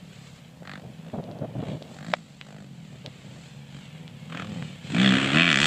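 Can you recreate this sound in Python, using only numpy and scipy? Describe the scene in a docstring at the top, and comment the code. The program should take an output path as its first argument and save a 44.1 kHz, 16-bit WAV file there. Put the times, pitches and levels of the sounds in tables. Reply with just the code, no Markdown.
"""A single-cylinder four-stroke dirt bike arrives along a dune track, droning and clattering, its gears whining.
A second, duller bike revs farther up the track; noise gusts and knocks buffet the microphone over a steady
background noise, with dry ticks and two small exhaust pops. Blips of the throttle make each firing thump in the
pipe and crack; one loud backfire, a single steep pressure wave, ducks the recorder's gain. Close by the bike opens
up: rasping gas, steep cracks that ring the can, a boom of engine orders in the pipe, and a few singing overtones."""
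import sys
import numpy as np
from scipy import signal
from scipy.fft import rfft, irfft, next_fast_len
from scipy.io import wavfile
from scipy.ndimage import uniform_filter1d, minimum_filter1d

SR = 44100
rng = np.random.default_rng(int(sys.argv[2]) if len(sys.argv) > 2 else 0)


def unload_wav(signal):
    """Save mono or channel-first audio to the path in sys.argv[1] as 16-bit WAV at rate SR, clipped to [-1, 1]."""
    wavfile.write(
        sys.argv[1],
        SR,
        np.round(np.clip(np.atleast_2d(signal).T, -1, 1) * 32767).astype(np.int16),
    )


N = 249606
TIME = np.arange(N) / SR  # seconds
IDLE_HZ = 31  # firings per second at idle

# Blips of the throttle on the way in. Each row: start in seconds, length in seconds, first firing rate in Hz,
# top firing rate in Hz, crack level in dB, thump level in dB.
BLIPS = [(0.609, 0.14, 44, 50.6, -24, -44), (0.99, 0.1, 50, 59, -38, -47), (1.53, 0.14, 52, 64, -37, -48),
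         (1.919, 0.21, 40, 62, -30, -37), (2.408, 0.2, 50.5, 51.5, -33, -45),
         (3.26, 0.17, 38, 42, -56, -47), (3.68, 0.09, 44, 48, -42, -43), (4.2755, 0.14, 41, 41, -23.5, -42),
         (4.446, 0.07, 41, 41.5, -50, -42)]
# The last burst, where the rear wheel spins up, grips and spins again.
# Each row: time in seconds, firings per second.
BURST_SPEED = [(4.92, 25.3), (4.955, 55), (5.04, 67.2), (5.11, 63.5), (5.23, 67.8), (5.31, 67.5),
               (5.43, 87.9), (5.485, 84.7), (5.555, 65), (5.66, 78)]
# Mechanical noise before trim. Each row: time in seconds, engine clatter in dB, chain and tyre hiss in dB.
CLATTER_LEVELS = [(0.0, -58.5, -62.5), (0.1, -59, -60), (0.16, -54, -55), (0.27, -56, -54.5),
                  (0.32, -69, -59.5), (0.37, -56, -52.5), (0.42, -58, -64), (0.55, -65.5, -64),
                  (1.0, -58, -62.5), (1.4, -62.5, -71), (1.68, -49.5, -62), (2.08, -66, -48.5),
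                  (2.25, -58, -52.5), (2.7, -60, -58.5), (3.1, -51, -55), (3.45, -55, -53.5),
                  (3.68, -55, -60), (3.8, -49, -52.5), (3.95, -51.5, -60), (4.2, -54.5, -59.5),
                  (4.55, -49.5, -53.5), (4.82, -51.5, -57.5), (5.0, -31.5, -39), (5.3, -31.5, -46),
                  (5.66, -36, -22)]
# Relative spectra of treble hiss, rushing gas and wind flutter. Each row: frequency in Hz, level in dB.
HISS_COLOUR = [(2000, 0), (4300, 2), (5600, -7.5), (6800, -4), (7700, 0.5), (8600, -13), (10000, -24),
               (14000, -37)]
RASP_COLOUR = [(100, -21), (300, 5), (400, -5), (490, -10.5), (680, 0.5), (890, -19), (1200, -2),
               (1900, 1.5), (2130, -5.5), (2400, 3), (2800, -1), (3300, 0.5), (4000, -12.5), (4350, -16),
               (4800, -20), (8000, -26), (15000, -65)]
GUST_COLOUR = [(30, -50), (150, 9), (270, 3.5), (380, -1), (620, 4), (800, -5.5), (1100, -15.5),
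               (1800, -25), (4000, -62), (9000, -81)]


def gain_of(db):
    """Decibels to a factor."""
    return 10 ** (np.asarray(db) / 20)


def evened(x):
    """Scales to rms 1."""
    return x / np.sqrt(np.mean(x ** 2) + 1e-20)


def smoothed(x, size, second_size):
    """Two running means, sizes in samples."""
    return uniform_filter1d(uniform_filter1d(x, size), second_size)


def steadied(x, size=4400):
    """Scales to a running rms of 1."""
    return x / np.sqrt(abs(smoothed(x ** 2, size, size // 2)) + 1e-12)


def wander(size, second_size):
    """A slow random curve of rms 1."""
    return evened(smoothed(rng.standard_normal(N), size, second_size))


def curve(rows):
    """Each column of a table, joined by straight lines in time."""
    s, *columns = np.transpose(rows)
    return [np.interp(TIME, s, c) for c in columns]


def coloured(x, points, turn=0):
    """Filters by a spectrum; turn rotates all phases alike (radians)."""
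    f, db = np.transpose(points)
    size = next_fast_len(len(x) + 4096)
    bins = np.fft.rfftfreq(size, 1 / SR)
    gain = gain_of(np.interp(np.log(bins + 1), np.log(f), db))
    return irfft(rfft(x, size) * gain * np.exp(1j * turn), size)[:len(x)]


def noise(points):
    """Noise of rms 1 with a given spectrum."""
    return evened(coloured(rng.standard_normal(N), points))


def impulses(times, sizes):
    """One impulse at each time."""
    return np.bincount(np.round(np.asarray(times) * SR).astype(int), sizes, N)[:N]


def uneven_firings(fired, uneven_db):
    """One impulse for each firing, of random strength."""
    return impulses(fired, gain_of(uneven_db * rng.standard_normal(len(fired))))


def firing_times(cycles):
    """The engine fires as each whole cycle completes (seconds)."""
    return TIME[1:][np.diff(np.floor(cycles)) > 0]


def shock(train, points, turn, size=512):
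    """Turns each impulse into a short pressure spike of peak 1."""
    spike = coloured(signal.unit_impulse(2 * size + 1, size), points, turn)
    return signal.oaconvolve(train, spike / abs(spike).max(), "same")


def ring(x, modes):
    """Drives a set of damped resonances."""
    t = TIME[:SR // 10]
    response = sum(gain_of(db - 60 * t / t60) * np.sin(2 * np.pi * hz * t) for hz, db, t60 in modes)
    return signal.oaconvolve(x, response)[:N]


def resonate(x, hz, width):
    """A resonance that follows the curve hz: shift down to zero, smooth twice, shift back."""
    turn = np.exp(2j * np.pi * np.cumsum(hz) / SR)
    r = np.exp(-np.pi * width / SR)
    smooth = signal.lfilter([(1 - r) ** 2], [1, -2 * r, r * r], x / turn + 1e-18)
    return 2 * (turn * smooth).real


def scatter(x, wet_db, t60):
    """Weak sparse echoes off the dunes and the ground."""
    t = TIME[:SR // 3]
    present = rng.random(len(t)) < 2000 / SR  # 2000 echoes per second on average
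    taps = rng.standard_normal(len(t)) * present * gain_of(-60 * t / t60) * (t > .002)
    return x + gain_of(wet_db) * signal.oaconvolve(x, taps / np.linalg.norm(taps))[:N]


def engine_speed():
    """Firings per second: each blip pulls the engine up, then it coasts down towards idle."""
    entry_hz, coast_s = 40.5, .27  # arrives coasting; time constant of each fall
    speed = IDLE_HZ + (entry_hz - IDLE_HZ) * np.exp(-TIME / coast_s)
    for start, length, first, top, _, _ in BLIPS:
        pulled = np.interp(TIME, [start, start + length], [first, top])
        shut_s = np.maximum(TIME - start - length, 0)
        coasted = IDLE_HZ + (pulled - IDLE_HZ) * np.exp(-shut_s / coast_s)
        speed = np.where(TIME < start, speed, coasted)
    return np.where(TIME < BURST_SPEED[0][0], speed, curve(BURST_SPEED)[0])


def engine_cycles(speed):
    """Counts the cycles; the engine catches with a firing each time the throttle opens."""
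    cycles = np.cumsum(speed) / SR
    for start, *_ in [*BLIPS, BURST_SPEED[0]]:
        to_next_firing = -cycles[round(start * SR)] % 1
        cycles = cycles + (TIME >= start) * to_next_firing
    return cycles


def throttle():
    """Levels of crack and thump (dB): attack, hold and release for each blip, then the last burst."""
    # Throttle in the last burst: opened, eased and opened wide.
    # Each row: time in seconds, crack level in dB, thump level in dB.
    burst = [(4.82, -77, -44.5), (4.95, -18.5, -31), (5.04, -14.5, -39), (5.17, -12, -42), (5.23, -23, -36),
             (5.3, -22.5, -38), (5.37, -6, -31), (5.55, -1.5, -42), (5.66, -1, -22)]
    # Exhaust drone with the throttle shut, as the bike dips and turns among the dunes.
    # Each row: time in seconds, level in dB.
    drone_levels = [(0, -45.5), (0.28, -47), (0.5, -52), (0.88, -46.5), (1.05, -47.5), (1.7, -51),
                    (1.95, -50), (2.22, -44), (2.33, -49), (2.65, -42.5), (2.85, -40), (3.17, -47.5),
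                    (3.6, -49), (4.3, -43), (4.52, -42), (4.63, -35.5), (4.8, -46)]
    attack_s = 0.088  # the crack's rise; the thump builds through the whole blip
    crack_fall_db_per_s, thump_fall_db_per_s = 244, 123
    shut_crack_db = -64  # faint crack with the throttle shut
    crack, thud = gain_of(curve(burst)) * (TIME > burst[0][0])
    for start, length, _, _, crack_db, thump_db in BLIPS:
        opened, filled = [np.sin(np.pi / 2 * np.clip((TIME - start) / rise_s, 0, 1)) ** 2
                          for rise_s in (attack_s, length)]
        shut_s = np.maximum(TIME - start - length, 0)
        crack = crack + opened * gain_of(crack_db - crack_fall_db_per_s * shut_s)
        thud = thud + filled * gain_of(thump_db - thump_fall_db_per_s * shut_s)
    crack = np.hypot(crack, gain_of(shut_crack_db))
    thud = np.hypot(thud, gain_of(curve(drone_levels)[0]))
    return 20 * np.log10([crack, thud])


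def thump(fired, speed, load_db, thump_db, uneven_db=2.9, low_cut_hz=100, drone_width_hz=68):
    """With the throttle open every firing rings the pipe; with it shut the pipe drones raggedly."""
    # Low resonances of the exhaust. Each row: multiple of the main pitch, width in Hz, level in dB.
    pipe_modes = [(0.999, 85, 11.5), (1.6, 145, -8), (3.4, 380, -26)]
    rough = .05  # turbulent share of the gas flow
    idle_beat = .66  # share of the sound that still keeps the beat with the throttle shut
    # pitch at idle, and the power of engine speed it follows: hotter gas raises the pipe
    pipe_hz, pipe_rise = 140.5, 0.41
    # with the throttle shut the drone sinks with the engine
    drone_hz, drone_rise = 138.3, 0.42
    opening = np.clip(np.interp(load_db, [-42, -13], [idle_beat, 1]), 0, 1)
    beats = steadied(uneven_firings(fired, uneven_db))
    drive = (1 - rough) * beats + rough * rng.standard_normal(N)
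    revs = speed / IDLE_HZ
    pitch = pipe_hz * revs ** pipe_rise
    main, *upper = [gain_of(db) * resonate(drive, ratio * pitch, width) for ratio, width, db in pipe_modes]
    drone = resonate(rng.standard_normal(N), drone_hz * revs ** drone_rise, drone_width_hz)
    beating = np.sin(opening * np.pi / 2) * steadied(main - sum(upper))
    pipe = beating + np.cos(opening * np.pi / 2) * steadied(drone)
    # the small outlet radiates little deep bass
    pipe = signal.sosfilt(signal.butter(4, low_cut_hz, "high", fs=SR, output="sos"), pipe)
    return gain_of(thump_db) * steadied(pipe)


def machinery(age, load_db, clatter_trim_db=7, hiss_trim_db=5, rasp_trim_db=6):
    """Valve gear, chain, tyres and rushing gas: noise that swells after each firing, most under load."""
    # Relative spectrum of the clatter. Each row: frequency in Hz, level in dB.
    clatter_colour = [(30, -57), (100, 6.5), (450, 3.5), (650, -4.5), (900, -6.5), (1400, -5.5),
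                      (1900, -2.5), (2130, 1), (2400, -0.5), (3200, 2.5), (4200, -8.5), (5200, -26),
                      (8000, -14), (15000, -79)]
    # Gas rushing out in the near blip and the last burst. Each row: time in seconds, level before trim in dB.
    rasp_levels = [(4.25, -88), (4.33, -40), (4.42, -41.5), (4.5, -59), (4.8, -84), (4.9, -56),
                   (4.98, -29.5), (5.1, -24), (5.22, -28), (5.3, -29), (5.42, -20.5), (5.66, -21.5)]
    # Swell after each firing, in order: depth coasting, depth under load, decay in seconds.
    coasting_depth, load_depth, decay_s = (.7, 2.6, .003)
    clatter_db, hiss_db = curve(CLATTER_LEVELS)
    depth = np.interp(load_db, [-50, -38], [coasting_depth, load_depth])
    swell = steadied(1 + depth * np.exp(-age / decay_s))
    rattle = swell * rng.standard_normal((3, N))
    clatter = gain_of(clatter_db + clatter_trim_db) * coloured(rattle[0], clatter_colour)
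    hiss = gain_of(hiss_db + hiss_trim_db) * coloured(rattle[1], HISS_COLOUR)
    rasp = gain_of(curve(rasp_levels)[0] + rasp_trim_db) * coloured(rattle[2], RASP_COLOUR)
    return drifting_echo(clatter + hiss) + rasp


def drifting_echo(x, size=6000):
    """Adds a weak ground echo whose path changes as the bike rides over the bumps: wavering bands."""
    share, delay_s, drift = .4, .0016, .2
    path_s = delay_s * np.exp(drift * wander(size, size))
    return (x + share * np.interp(TIME - path_s, TIME, x)) / np.hypot(1, share)


def gears(speed, load_db, loudest_db=-45):
    """Fuzzy whines of meshing teeth that follow the engine speed while the bike coasts."""
    # Gear whines. Each row: multiple of the firing rate, width in Hz, level in dB.
    whines = [(49.1, 58, -23), (63.5, 52, -13.5), (77, 130, -15.5)]
    whine = sum(gain_of(db) * evened(resonate(rng.standard_normal(N), order * speed, width))
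                for order, width, db in whines)
    coasting = np.interp(load_db, [-50, -42], [1, 0])
    return coasting * gain_of(np.minimum(curve(CLATTER_LEVELS)[0], loudest_db)) * whine


def wavering(depth_db=1.46, size=2600):
    """A gain that drifts at random, so the noise flickers."""
    return gain_of(depth_db * wander(size, size))


def wind(edge_s=0.0058, lumpy_db=2, background_db=-55.5):
    """Short lumpy gusts of noise on the microphone over a steady background noise."""
    # Wind gusts before trim.
    # Each row: start in seconds, length in seconds, flutter level in dB, low buffet level in dB.
    gust_rows = [(0.832, 0.027, -45, -43), (0.869, 0.043, -51.5, -47), (1.069, 0.029, -49.5, -53),
                 (1.132, 0.035, -33.5, -37), (1.175, 0.036, -37, -39), (1.224, 0.18, -44.5, -53),
                 (1.281, 0.02, -45, -49), (1.413, 0.045, -35, -38), (1.46, 0.09, -49.5, -48),
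                 (1.553, 0.016, -37.5, -35), (1.58, 0.031, -38, -33), (1.626, 0.014, -28.5, -50),
                 (1.651, 0.129, -42, -46.5), (1.68, 0.062, -43.5, -41), (1.805, 0.17, -48.5, -53),
                 (2.916, 0.048, -51.5, -51), (3.044, 0.048, -43, -49), (3.238, 0.16, -55, -53)]
    # Relative spectra of the low buffet and the background noise. Each row: frequency in Hz, level in dB.
    buffet_colour = [(20, -51), (60, -33), (120, 1.5), (200, -7.5), (300, -15), (600, -79), (2000, -86)]
    background_colour = [(20, -44), (70, 11), (160, 6.5), (350, -4), (600, 2), (1000, -7.5), (3000, -13),
                         (9000, -22), (15000, -26)]
    flutter, buffet = np.zeros((2, N))
    for s, length, flutter_db, buffet_db in gust_rows:
        window = (np.tanh((TIME - s) / edge_s) - np.tanh((TIME - s - length) / edge_s)) / 2
        flutter += gain_of(flutter_db) * window
        buffet += gain_of(buffet_db) * window
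    lumps = evened(gain_of(lumpy_db * wander(300, 100)))
    gusts = gain_of(2.5) * flutter * noise(GUST_COLOUR) + gain_of(4) * buffet * noise(buffet_colour)
    return lumps * gusts + gain_of(background_db) * noise(background_colour)


def follower(uneven_db=1.5):
    """The second bike: a duller train of firings, softened by the dunes between."""
    # The second bike's revs. Each row: time in seconds, firings per second, level in dB.
    revs = [(0.0, 70, -95), (0.35, 66, -61), (0.55, 86, -49), (0.75, 87, -54), (0.95, 80, -46),
            (1.2, 82, -48.5), (3.15, 62, -50), (3.42, 67.6, -48.5), (3.62, 70.5, -42.5), (3.76, 68.6, -52),
            (3.88, 69, -49.5), (4.03, 84, -42.5), (4.2, 72, -50), (4.36, 84, -39), (4.44, 102, -39.5),
            (4.5, 108, -38), (4.57, 86, -35), (4.63, 83, -42), (4.72, 75, -48.5), (4.8, 77, -53),
            (5.0, 96, -47)]
    # Its relative spectrum. 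Each row: frequency in Hz, level in dB.
    far_colour = [(70, -21), (140, 11), (210, 6.5), (260, -1.5), (320, -14.5), (430, -11), (530, -9),
                  (630, -17.5), (740, -12), (950, -20.5), (1400, -27.5), (3000, -26), (6000, -63)]
    speed, level_db = curve(revs)
    fired = firing_times(np.cumsum(speed) / SR)
    beats = coloured(uneven_firings(fired, uneven_db), far_colour)
    return gain_of(level_db) * steadied(scatter(beats, wet_db=-9, t60=0.039))


def cracks(fired, age, wait, load_db, uneven_db=1.2, puff_db=-9, fizz_db=-21, spit_s=0.00074):
    """Under load each firing leaves as a pressure spike that rings the can, inside a puff of noise."""
    # Rings of the silencer can after each crack. Each row: frequency in Hz, level in dB, t60 in seconds.
    can_modes = [(795, -35, 0.014), (1350, -27, 0.0027), (1880, -19, 0.0057)]
    # Relative spectrum of the spike. Each row: frequency in Hz, level in dB.
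    crack_colour = [(300, -23), (650, 9.5), (900, -55), (1150, 8.5), (1800, 14.5), (2130, 14.5),
                    (2400, 4.5), (3300, 8.5), (4000, -3.5), (5000, -25), (7700, -85), (10000, -128),
                    (15000, -80)]
    # The silencer's chambers cancel narrow bands. Each row: frequency in Hz, level in dB.
    chambers = [(380, -9), (490, -9), (600, -1.5), (770, -5), (885, -30), (1030, 2.5), (2000, 3),
                (2130, -13), (2280, 2), (3700, 3), (4020, -14), (4330, 10), (4700, -30), (5100, 4),
                (5500, -7)]
    # How the can's rings reach the microphone as the bike turns, and the spit once the outlet points this way.
    # Each row: time in seconds, lower ring in dB, upper ring in dB, spit of treble in dB.
    facing_levels = [(4.4, 1, -33, -30), (4.95, 16, -7, -30), (5.07, -1, 6.5, -28), (5.18, -17, -27, -34),
                     (5.32, 1, -23, -28), (5.43, 11.5, -18, -23), (5.53, 6.5, -13, -8), (5.66, 1, -8, -7)]
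    # Relative spectrum of the spit. Each row: frequency in Hz, level in dB.
    spit_colour = [(3000, -5), (5000, 2), (6500, 2), (7700, 0), (9000, -14), (11000, -21.5), (15000, -34)]
    # Near echoes of each crack off the ground, in order: level in dB, t60 in seconds.
    echo_db, echo_t60 = (-13, .03)
    puff_s, lead_s = .003, .0025  # time constants of the noise after and before each crack
    *facing_db, spit_db = curve(facing_levels)
    strength_db = np.interp(fired, TIME, load_db) + uneven_db * rng.standard_normal(len(fired))
    train = impulses(fired, gain_of(strength_db))
    spikes = gain_of(2.5) * shock(train, crack_colour, turn=0.39)
    bark = ring(train, can_modes) - spikes + singing(fired, strength_db, facing_db)
    # the outlet radiates no deep bass, and the highest treble of each crack is rolled off
    band = signal.butter(2, [120, 10000], "band", fs=SR, output="sos")
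    bark = signal.sosfiltfilt(band, coloured(bark, chambers))
    # noise swells briefly before each crack and dies away after it
    swell = gain_of(load_db) * (np.exp(-age / puff_s) + np.exp(-wait / lead_s))
    puff = swell * rng.standard_normal((2, N))
    puffs = gain_of(puff_db) * coloured(puff[0], RASP_COLOUR) + gain_of(fizz_db) * coloured(puff[1], HISS_COLOUR)
    # a hiss of treble with each crack
    spit = gain_of(load_db + spit_db) * np.exp(-age / spit_s) * rng.standard_normal(N)
    # a light throttle gives soft putts, a wide one steep cracks
    steep = np.interp(load_db, [-22, -13], [0, 1])
    outlet = steep * scatter(bark, echo_db, echo_t60) + (1 - steep) * putts(train, age, load_db)
    return outlet + puffs + coloured(spit, spit_colour)


def putts(train, age, load_db, putt_db=22, tail_db=-23, tail_s=0.0079):
    """Soft putts of a light throttle, each with its own ragged tail; far off, the lightest are the dullest."""
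    # Relative spectra by the way the bike faces: far off and very light, far off, and passing side-on.
    # Each row: frequency in Hz, level in dB.
    dull_colour = [(150, -24), (300, -16), (420, 4), (620, 7), (800, 1), (950, -6), (1200, -5.5),
                   (1600, -3.5), (1950, -5), (2200, -27), (4000, -30), (8000, -47), (14000, -60)]
    far_colour = [(150, -36), (300, -32), (450, -11), (700, 0), (950, -9.5), (1200, -5), (1600, -1),
                  (2100, -3), (2400, -21), (3100, -33), (3600, -14), (4300, -12.5), (4800, -20),
                  (6000, -37), (8000, -36), (14000, -60)]
    near_colour = [(150, -20), (300, 5), (450, -5.5), (700, 0.5), (900, -11), (1200, 4.5), (2300, -5),
                   (2700, -17), (3250, -11), (3700, -27), (4000, -38), (4700, -31), (5500, -35),
                   (7000, -24), (9000, -45), (14000, -55)]
    # Start and end of the change from far off to side-on, in seconds.
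    turning_s = (2.8, 4.1)
    tail = gain_of(load_db + tail_db) * np.exp(-age / tail_s) * rng.standard_normal(N)
    drive = train + tail
    near = np.interp(TIME, turning_s, [0, 1])
    bright = np.interp(load_db, [-34, -29], [0, 1])
    far = drive * (1 - near)
    far_sound = coloured(far * (1 - bright), dull_colour) + coloured(far * bright, far_colour)
    return -gain_of(putt_db) * (far_sound + coloured(drive * near, near_colour))


def singing(fired, strength_db, facing_db, detune=0.042):
    """The can's two strongest rings; each ring's pitch is varied a little at random at each firing."""
    # The two strongest rings. Each row: frequency in Hz, level in dB, t60 in seconds.
    can_rings = [(2357, -11.5, 0.012), (3260, -4, 0.016)]
    last = np.maximum(np.searchsorted(fired, TIME, "right") - 1, 0)
    since = abs(TIME - fired[last])
    tunings = 1 + detune * rng.standard_normal((len(fired), len(can_rings)))
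    out = np.zeros(N)
    for (hz, db, t60), facing, tuning in zip(can_rings, facing_db, tunings.T):
        level_db = strength_db[last] + facing + db - 60 * since / t60
        out += gain_of(level_db) * np.sin(2 * np.pi * hz * tuning[last] * since)
    return out


def bumps():
    """Single dull knocks on the microphone among the gusts, each a short pressure spike."""
    # Dull knocks. Each row: time in seconds, peak in dB.
    knocks = [(0.624, -28.5), (1.187, -18.5), (1.446, -25), (1.822, -25)]
    s, db = np.transpose(knocks)
    return shock(impulses(s, gain_of(db)), GUST_COLOUR, turn=np.pi)


def ticks_and_pops(decay_s=0.00014):
    """Dry ticks and two small exhaust pops: sine bursts a few cycles long or less, with sparse echoes."""
    # Ticks, and the pops at 2.413 and 4.625 s.
    # Each row: time in seconds, envelope peak in dB, centre frequency in Hz.
    tick_rows = [(1.240, -35, 3705), (1.314, -35.5, 3870), (1.388, -40, 4150), (1.825, -27.5, 3750),
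                 (1.879, -40, 3388), (2.413, -16, 2600), (3.062, -16.5, 3600), (4.079, -27.5, 3080),
                 (4.625, -21, 1790)]
    out, t = np.zeros(N), TIME[:SR // 100]
    envelope = t / decay_s * np.exp(1 - t / decay_s)
    for s, db, hz in tick_rows:
        burst = envelope * np.sin(2 * np.pi * hz * t)
        out += signal.oaconvolve(impulses([s], [gain_of(db)]), burst)[:N]
    return scatter(out, wet_db=-12.0, t60=0.06)


def backfires():
    """Unburnt fuel goes off loudly in the pipe as one steep, dry pressure wave."""
    # Loud backfires on a closed throttle. Each row: time in seconds, peak before echoes in dB.
    bangs = [(2.138, 1.5)]
    # Relative spectrum of the bang. Each row: frequency in Hz, level in dB.
    bang_colour = [(150, -31), (380, -11.5), (600, 9.5), (1000, 2.5), (1600, 1.5), (2300, 0.5),
                   (2800, -8.5), (3600, -4), (4700, -18), (5300, -14.5), (6400, -31), (8000, -29),
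                   (14000, -58)]
    s, db = np.transpose(bangs)
    bang = shock(impulses(s, gain_of(db)), bang_colour, turn=-1.4)
    return scatter(bang, wet_db=-14, t60=.02)


def boom(cycles, speed, lag=0.305):
    """Close by the exhaust booms in clean engine orders, swelling as they glide through the pipe's resonances."""
    # Boom in the last burst. Each row: time in seconds, level in dB, lift of the lower resonance in dB,
    # lift of the upper resonance in dB.
    boom_levels = [(4.92, -60, 2, 7), (4.94, -38.5, 3, 9.5), (5.0, -29.5, 8, -4.5), (5.09, -29, 8.5, -7),
                   (5.14, -31.5, 6.5, 7), (5.23, -36.5, -7, 3.5), (5.32, -36.5, -11, 6.5),
                   (5.365, -26, 0, 12.5), (5.42, -29.5, 12, 7), (5.52, -26.5, -2, 1.5), (5.6, -25.5, 6, -8),
                   (5.66, -28, 11, -5)]
    # Those two resonances of the pipe. Each row: centre in Hz, distance in Hz at which the lift falls to 1/e.
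    peaks = [(195, 26), (268, 32)]
    # Strength of an order by where it falls. Each row: frequency in Hz, level in dB.
    order_colour = [(60, -31), (130, -1.5), (165, 4), (200, 0.5), (260, 1), (325, -5.5), (400, -16.5),
                    (460, -17.5), (540, -16.5), (620, -15.5), (700, -15), (790, -21), (900, -37),
                    (1100, -16)]
    level_db, *lifts_db = curve(boom_levels)
    f, colour_db = np.transpose(order_colour)
    out = np.zeros(N)
    for order in range(1, 15):
        hz = order * speed
        db = level_db + np.interp(np.log(hz), np.log(f), colour_db)
        for lift, (centre, width) in zip(lifts_db, peaks):
            db += lift * np.exp(-((hz - centre) / width) ** 2)
        phase = 2 * np.pi * order * cycles - lag * order ** 2  # the pipe smears each pulse
        out += gain_of(db) * np.sqrt(2) * np.sin(phase)
    return out * (TIME > boom_levels[0][0])


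def overtones(cycles):
    """Clean overtones that sing out of the last burst and arch with the engine speed."""
    # Single overtones. Each row: multiple of the firing rate, relative level in dB.
    orders = [(8, -3), (9, -9), (13, 0)]
    # Their shared level, highest as the revs climb. Each row: time in seconds, level in dB.
    overtone_levels = [(5.0, -120), (5.32, -60), (5.38, -38), (5.46, -38), (5.52, -48), (5.66, -50)]
    tones = sum(gain_of(db) * np.sqrt(2) * np.sin(2 * np.pi * order * cycles) for order, db in orders)
    return gain_of(curve(overtone_levels)[0]) * tones


def scene():
    """The engine fires once in each cycle, and its beating noises keep that time; the rest is added."""
    speed = engine_speed()
    load_db, thump_db = throttle()
    cycles = engine_cycles(speed)
    fired = firing_times(cycles)
    age, wait = cycles % 1 / speed, -cycles % 1 / speed  # seconds since the last firing and until the next
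    exhaust = thump(fired, speed, load_db, thump_db) + cracks(fired, age, wait, load_db)
    exhaust += boom(cycles, speed) + overtones(cycles)
    works = wavering() * (machinery(age, load_db) + gears(speed, load_db))
    return (exhaust + works + wind() + follower() + bumps() + ticks_and_pops() + backfires())[None]


def record(dry, ceiling_db=-3, recover_db_per_s=2, edge_hz=15400):
    """A peak limiter that drops at once and recovers slowly; then the band limit."""
    peak_db = 20 * np.log10(abs(dry[0]) + 1e-9)
    fall = TIME * recover_db_per_s
    held_db = np.maximum.accumulate(peak_db + fall) - fall
    over_db = np.maximum(held_db - ceiling_db, 0)
    gain = uniform_filter1d(minimum_filter1d(gain_of(-over_db), size=89), size=89)
    low_pass = signal.firwin(511, edge_hz, window=("kaiser", 9), fs=SR)
    return signal.oaconvolve(dry * gain, low_pass[None], "same")


dry = scene()
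out = record(dry)
unload_wav(out)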